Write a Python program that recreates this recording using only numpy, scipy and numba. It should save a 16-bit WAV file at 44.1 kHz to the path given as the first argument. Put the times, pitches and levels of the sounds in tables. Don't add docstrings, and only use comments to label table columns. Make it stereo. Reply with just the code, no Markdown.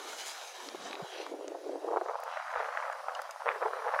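import sys
import numpy as np
from scipy import signal
from scipy.fft import rfft, irfft
from scipy.io import wavfile
from scipy.ndimage import uniform_filter1d, map_coordinates
from numba import njit

SR = 44100
rng = np.random.default_rng(int(sys.argv[2]) if len(sys.argv) > 2 else 0)


def master_out(mix):
    frames = np.transpose(np.atleast_2d(mix))
    ceiling = np.clip(frames, -1, 1)
    pcm = np.round(ceiling * 32767).astype(np.int16)
    wavfile.write(sys.argv[1], SR, pcm)


N = 176400
T = np.arange(N) / SR
BIN_HZ = np.arange(N // 2 + 1) * SR / N
LEAD_S = .02


def undb(db):
    return 10 ** (np.asarray(db) / 20)


def curve(rows, column=1):
    rows = np.array(rows)
    return np.interp(T, rows[:, 0], rows[:, column])


def unit(x):
    return x / np.sqrt(np.mean(x ** 2))


def noise():
    return rng.standard_normal((2, N))


def impulses(per_s):
    return (rng.random((2, N)) < per_s / SR) * np.sign(noise())


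def walk(per_s):
    return 1.2 * np.interp(T * per_s, np.arange(8000), rng.standard_normal(8000))


def pan(db):
    gains = undb(np.array([[.5], [-.5]]) * db)
    return gains / np.sqrt(np.mean(gains ** 2, axis=0))


def per_bin(points):
    hz, db = np.array(points).T
    return np.interp(np.log(BIN_HZ + 1), np.log(hz), db)


def colour(x, points):
    return unit(irfft(rfft(x) * undb(per_bin(points)), N))


@njit
def svf(x, g, damping, high):
    y, band_state, low_state = np.empty(len(x)), 0., 0.
    for i in range(len(x)):
        mid = (band_state + g[i] * (x[i] - low_state)) / (1 + g[i] * (g[i] + damping))
        low = low_state + g[i] * mid
        band_state, low_state = 2 * mid - band_state, 2 * low - low_state
        y[i] = x[i] - damping * mid - low if high else low
    return y


def cut(x, hz, order, high=False):
    g = np.tan(np.pi * np.clip(hz, 20, .45 * SR) / SR) * np.ones(x.shape[1])
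    for damping in 2 * np.sin(np.pi * (np.arange(order // 2) + .5) / order):
        x = np.array([svf(side + 1e-18, g, damping, high) for side in x])
    return x


def band(x, hz, width):
    ratio = 1 + width / 2
    return cut(cut(x, hz * ratio, order=4), hz / ratio, order=2, high=True)


def low_cut(x, hz):
    hz = hz * np.ones(x.shape[1])
    forwards = cut(x, hz, order=14, high=True)
    return cut(forwards[:, ::-1], hz[::-1], order=14, high=True)[:, ::-1]


def resonance(x, hz, q):
    return signal.lfilter(*signal.iirpeak(hz, q, fs=SR), x)


def burst(decay_s):
    return rng.standard_normal((2, 4096)) * np.exp(-T[:4096] / decay_s)


def blow(decay_s, push_db=13):
    x = burst(decay_s)
    x[:, 0] = undb(push_db) * np.array([1, rng.choice([1, 1, -1])])
    return np.pad(x, ((0, 0), (int(LEAD_S * SR), 0)))


def add(out, x, start_s, peak_db, pan_db=0):
    i = int(start_s * SR)
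    x = x / np.abs(x).max(axis=1, keepdims=True) * undb(peak_db) * pan(pan_db)
    out[:, i:i + x.shape[1]] += x[:, :N - i]


def crosstalk(x, cross_db=-22, lag_samples=3):
    crossed = np.array([np.roll(x[1], lag_samples), np.roll(x[0], -lag_samples)])
    return unit(x + undb(cross_db) * crossed)


def snowboard():
    # t/s, level/dB, tilt/(dB per octave)
    glide = [(0, -41, -1.5), (.14, -39, 0.4), (.29, -40.5, 1.85), (.39, -43, 0.2), (.56, -43.5, -0.8),
             (.68, -45, 0), (.77, -48.5, 0), (.86, -42.5, -5), (.95, -45.5, -1.2), (1.05, -45.5, -2),
             (1.22, -48, -1), (1.35, -57, -1), (1.7, -59.5, 0.5), (4, -64, -9.5)]
    # f/Hz, level/dB
    snow_spectrum = [(120, 10.5), (300, -10.5), (500, 2), (800, 4), (1100, 1), (1500, -1.5), (2000, -4.5),
                     (3000, -3.5), (3900, -2.5), (4800, -7.5), (6600, -4), (8200, -12.5), (10500, -14),
                     (14000, -25.5), (15500, -27)]
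    grains = impulses(per_s=2500) * undb(4 * np.minimum(rng.exponential(size=(2, N)), 5))
    scrape = crosstalk(noise() + undb(-4.5) * unit(grains))
    spectrum = rfft(colour(scrape, snow_spectrum))
    octaves = np.clip(np.log2((BIN_HZ + 1) / 2000), -2, 2)
    tilt, chatter, out = curve(glide, column=2), walk(44.9), 0
    for octave in np.unique(np.round(octaves)):
        part = irfft(spectrum * np.maximum(1 - np.abs(octaves - octave), 0), N)
        flutter_db = 1.03 * (chatter + walk(28.9))
        out = out + part * undb(tilt * octave + flutter_db)
    return out * undb(curve(glide))


def distant_skis():
    # f/Hz, level/dB
    ski_spectrum = [(300, 6.5), (700, 15), (1500, 6), (2500, 0), (3600, -2.5), (4500, -2), (5700, -3),
                    (6800, -8), (8200, -10), (10300, -7), (12000, -23.5), (14000, -11), (15500, -31)]
    # t/s, level/dB
    swell = [(0, -57), (1.6, -53.5), (2, -54), (2.6, -51), (3.2, -49.5), (3.5, -48.5), (4, -46)]
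    return colour(crosstalk(noise()), ski_spectrum) * undb(curve(swell) + .5 * walk(5.07))


def shimmer(x, patch_hz=190.8, patch_s=.072, depth_db=4):
    hz, s, spectra = signal.stft(x, SR, nperseg=1024)
    grid = np.meshgrid(hz / patch_hz, s / patch_s, indexing="ij")
    fields = rng.standard_normal((2, 256, 256))
    patches = np.array([map_coordinates(field, grid, order=1, mode="mirror") for field in fields])
    return signal.istft(spectra * undb(depth_db * patches), SR, nperseg=1024)[1][:, :N]


def ports(x, ripple_hz=180.3, ripple_db=1.5):
    # f/Hz, gain/dB
    left = [(200, 6), (700, 0.5), (1100, 2), (1800, 1.5), (2400, -3.5), (3400, 0), (4300, -2), (4900, 0),
            (5600, 2), (6400, 2), (7600, -1.5), (9000, 0), (15000, 0)]
    right = [(200, 6.5), (700, -3), (1100, -3), (1800, 2), (2400, 3.5), (3400, 0), (4300, 1), (5200, -5),
             (6000, -4.5), (6800, -1), (7600, -2), (9000, 0.5), (15000, 0)]
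    ripple = [np.interp(BIN_HZ / ripple_hz, np.arange(512), row) for row in rng.standard_normal((2, 512))]
    response_db = np.array([per_bin(left), per_bin(right)]) + ripple_db * np.array(ripple)
    return irfft(rfft(x) * undb(response_db), N)


def wind(low_hz, flutter_hz=71.13, cap_db=12.5, octaves_per_db=.02):
    # t/s, level/dB, left minus right/dB
    strength = [(0, -50, -7), (.55, -78, 9), (.66, -45, 6.5), (.82, -54.5, -5), (1.01, -39.5, 7),
                (1.09, -50, -5), (1.17, -41, 0.5), (1.27, -45, -4), (1.35, -42, 4), (1.42, -41, 3),
                (1.53, -39, 0), (1.58, -48.5, -1), (1.67, -40.5, -1), (1.75, -33.5, -1.5), (1.8, -45, 3),
                (1.87, -34.5, 2), (1.955, -30, 15), (2.01, -42, 7), (2.12, -37, 1), (2.22, -39.5, 4.5),
                (2.35, -37.5, 1), (2.45, -39, 3.5), (2.6, -31.5, -0.5), (2.7, -38, -2), (2.79, -34, 1),
                (2.9, -36, 1), (3.04, -42.5, 3), (3.19, -36, -1), (3.26, -42, -2), (3.38, -49, 4.5),
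                (3.455, -42.5, -3), (3.5, -27.5, 18), (3.545, -37.5, 3), (3.595, -37, 3), (3.64, -28, -1.5),
                (3.7, -38.5, 2.5), (3.82, -35.5, 1), (3.88, -33, 8.5), (4, -30.5, -2.5)]
    # t/s, factor on the depth of the clusters
    gustiness = [(0, 1.3), (1.4, 0.58), (2.2, 0.62), (2.5, 0.81), (2.9, 0.59), (3.2, 0.74), (4, 0.77)]
    # t/s, f/Hz
    upper_edge = [(0, 920), (1, 925), (1.35, 586), (1.8, 595), (1.97, 885), (2.2, 1140), (2.45, 1770),
                  (2.85, 1750), (3.05, 1240), (3.4, 1550), (3.5, 2030), (3.65, 1310), (3.8, 1570),
                  (4, 1640)]
    common_db = 3.5 * walk(flutter_hz)
    clusters_db = common_db + 3 * np.array([walk(flutter_hz), walk(flutter_hz)])
    eddies_db = 4 * np.array([walk(per_s=450), walk(per_s=450)])
    flutter_db = curve(gustiness) * clusters_db + eddies_db
    flutter_db = np.minimum(flutter_db, cap_db * np.tanh(np.abs(flutter_db) / cap_db))
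    puffs = undb(-5) * unit(impulses(per_s=350))
    rumble = cut((noise() + puffs) * undb(flutter_db), hz=1210, order=2)
    air = rumble + undb(-4) * noise() * undb(flutter_db)
    brightening = 2 ** (octaves_per_db * flutter_db.mean(axis=0))
    air = cut(air, curve(upper_edge) * brightening, order=4)
    air = low_cut(air + undb(-8.5) * resonance(air, hz=1354, q=1.8), low_hz)
    power = uniform_filter1d(np.mean(air ** 2, axis=0), int(.04 * SR))
    air = air / np.sqrt(power + 1e-12)
    return air * undb(curve(strength)) * pan(curve(strength, column=2))


def clacks():
    # t/s, peak level/dB, lower f/Hz, upper f/Hz, decay time/s
    knocks = [(.688, -26.5, 900, 5500, 0.0018), (0.9107, -28.5, 1000, 4230, 0.0018),
              (.9305, -25, 950, 3530, 0.0017), (0.9541, -27.5, 800, 4500, 0.0016),
              (1.2653, -27, 700, 1710, 0.0017), (1.4804, -28, 800, 6800, 0.0018)]
    out = np.zeros((2, N))
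    for s, db, low_hz, high_hz, decay_s in knocks:
        knock = cut(blow(decay_s), high_hz, order=6)
        add(out, low_cut(knock, low_hz), s - LEAD_S, db)
    return out


def buffets(low_hz):
    # t/s, peak level/dB, upper f/Hz, left minus right/dB, decay time of the wake/s
    eddies = [(.747, -28.5, 880, 7, 0.003), (1.2, -27.5, 755, -1, 0.0063), (1.316, -26, 600, 0, 0.0088),
              (1.338, -25, 595, 4, 0.0051), (1.4088, -27, 945, 2, 0.0018), (1.547, -24, 760, 4, 0.0095),
              (1.662, -26.5, 516, 5, 0.0069), (1.6941, -24, 715, 6, 0.0024), (1.7561, -25, 790, -1, 0.0014),
              (1.845, -22.5, 640, -4, 0.0087), (1.8783, -26, 760, 2, .003),
              (1.903, -24.5, 920, 2.5, 0.0016), (1.9228, -25, 1080, 19, 0.0019),
              (1.932, -19.5, 930, 6, 0.012), (1.9386, -22, 1000, -5, .007), (1.9705, -14, 1160, -6, 0.006),
              (2.0117, -20, 1040, -1.5, 0.0065), (2.06, -26, 1100, 2, 0.0033),
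              (2.084, -25, 1270, 12, 0.0092), (2.0965, -18, 1270, -22, 0.0012),
              (2.11, -23, 1210, 15, 0.004), (2.1443, -27, 1180, -4, 0.0027),
              (2.1551, -19.5, 1250, 26, 0.00081), (2.233, -24.5, 1360, 17, 0.0015),
              (2.2788, -23.5, 1360, 1, 0.00042), (2.371, -21.5, 1630, 0, .005),
              (2.3996, -24, 1640, -8, 0.0016), (2.4631, -30, 1370, -2, .004),
              (2.559, -20, 1400, -1, 0.0046), (2.6024, -22, 1620, -7, 0.0076),
              (2.644, -25.5, 1820, -10, 0.0041), (2.6856, -24, 1600, -6, 0.0048),
              (2.7733, -16, 1760, 3, 0.0008), (2.8249, -21.5, 1710, 3, .003),
              (2.8473, -31, 1530, 13, 0.0011), (2.8673, -25, 1670, 14, 0.00071),
              (2.8991, -20.5, 1380, -3, 0.0022), (2.9314, -24, 1720, -11, 0.0013),
              (3.0838, -16, 1450, 4, 0.0031), (3.094, -23.5, 1460, 6, 0.0032),
              (3.191, -25, 1670, 3, 0.0054), (3.292, -26, 1370, 1, 0.0066),
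              (3.361, -28.5, 1090, 2, 0.00097), (3.404, -30, 1050, -12, 0.0076),
              (3.4197, -25, 1250, 3, 0.0015), (3.4595, -17, 1900, 16, 0.0009),
              (3.466, -16, 1320, 21, 0.0028), (3.4762, -19, 1450, 13, 0.0034),
              (3.4827, -13.5, 1640, 23, 0.00067), (3.4894, -10.5, 2150, 6, 0.001),
              (3.5005, -23, 1970, -2, 0.0023), (3.5149, -19, 1720, 6, 0.0045),
              (3.5566, -27, 1300, 13, 0.0069), (3.6239, -19.5, 920, 2, 0.0088),
              (3.657, -17.5, 920, 21, 0.012), (3.7339, -21.5, 1390, -3, .003),
              (3.866, -19.5, 960, -5.5, 0.011), (3.8754, -17.5, 1270, -1, 0.0009),
              (3.9385, -16.5, 1530, 6, 0.0055), (3.9636, -21, 1310, -2, 0.0017),
              (3.9902, -17.5, 1670, 29, 0.006)]
    out = np.zeros((2, N))
    for s, db, hz, pan_db, decay_s in eddies:
        slap = low_cut(cut(blow(decay_s), hz, order=4), low_hz[int(s * SR)])
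        slap = cut(slap, 1.48 * hz, order=2)
        add(out, slap, s - LEAD_S, db, pan_db)
    return out


def skids(rough_db=1.5):
    # t, half length/s, level, f
    bites = [(0.864, 0.045, -49.5, 5350), (1.174, 0.06, -45, 3310), (1.695, 0.23, -68, 5000),
             (2.337, 0.068, -52.5, 2750), (2.543, 0.62, -61, 5240)]
    out = 0
    for s, half_s, db, hz in bites:
        spray = unit(band(noise(), hz, width=.25)) * undb(db + rough_db * walk(120))
        out = out + spray * np.exp(-.5 * ((T - s) / half_s) ** 2)
    return out


def thumps(sag_per_s=15):
    # t/s, level/dB, f/Hz, half length/s
    bumps = [(1.029, -40, 169, 0.0071), (2.578, -60, 50.4, 0.013)]
    out = 0
    for s, db, hz, half_s in bumps:
        t = T - s
        phase = 2 * np.pi * hz * t * (1 - sag_per_s * t / 2)
        out = out + undb(db) * np.sin(phase) * np.exp(-(t / half_s) ** 2)
    return out * pan(4.5)


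def ticks():
    # t/s, peak level/dB, centre f/Hz, decay time/s
    clicks = [(1.265, -39.5, 5400, 0.0012), (2.202, -39.5, 15000, .001), (2.237, -34.5, 14100, .00095),
              (2.9266, -40, 4400, 0.0013), (3.15, -30.5, 2410, 0.0014), (3.218, -32, 5840, 0.0016),
              (3.3092, -30, 5150, 0.0022)]
    # f/Hz, gain/dB, t60/s
    modes = [(2870, 14, 0.015), (5000, 5, .015), (6760, 9.5, 0.029)]
    out = np.zeros((2, N))
    for s, db, hz, decay_s in clicks:
        click = band(burst(decay_s), hz, width=2.46)
        ring = sum(undb(gain_db) * resonance(click, f, q=np.pi * f * t60 / np.log(1000))
                   for f, gain_db, t60 in modes)
        add(out, click + ring, s, db)
    return out


def scene():
    # t/s, f/Hz
    lower_edge = [(0, 283), (.25, 273), (.48, 440), (.66, 263), (.8, 200), (.93, 244), (1.1, 364),
                  (1.32, 263), (1.6, 298), (1.7, 275), (2.06, 329), (2.16, 474), (2.28, 457), (2.45, 640),
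                  (2.58, 420), (2.8, 513), (3.1, 484), (3.4, 554), (3.49, 400), (3.65, 355), (3.85, 410),
                  (4, 532)]
    low_hz = curve(lower_edge)
    hiss = shimmer(snowboard() + skids() + distant_skis())
    snow = cut(ports(hiss), low_hz, order=8, high=True)
    return snow + wind(low_hz) + buffets(low_hz) + clacks() + ticks() + thumps()


def record(dry, top_hz=15700):
    return signal.sosfilt(signal.ellip(8, .2, 70, top_hz, fs=SR, output="sos"), dry)


dry = scene()
out = record(dry)
master_out(out)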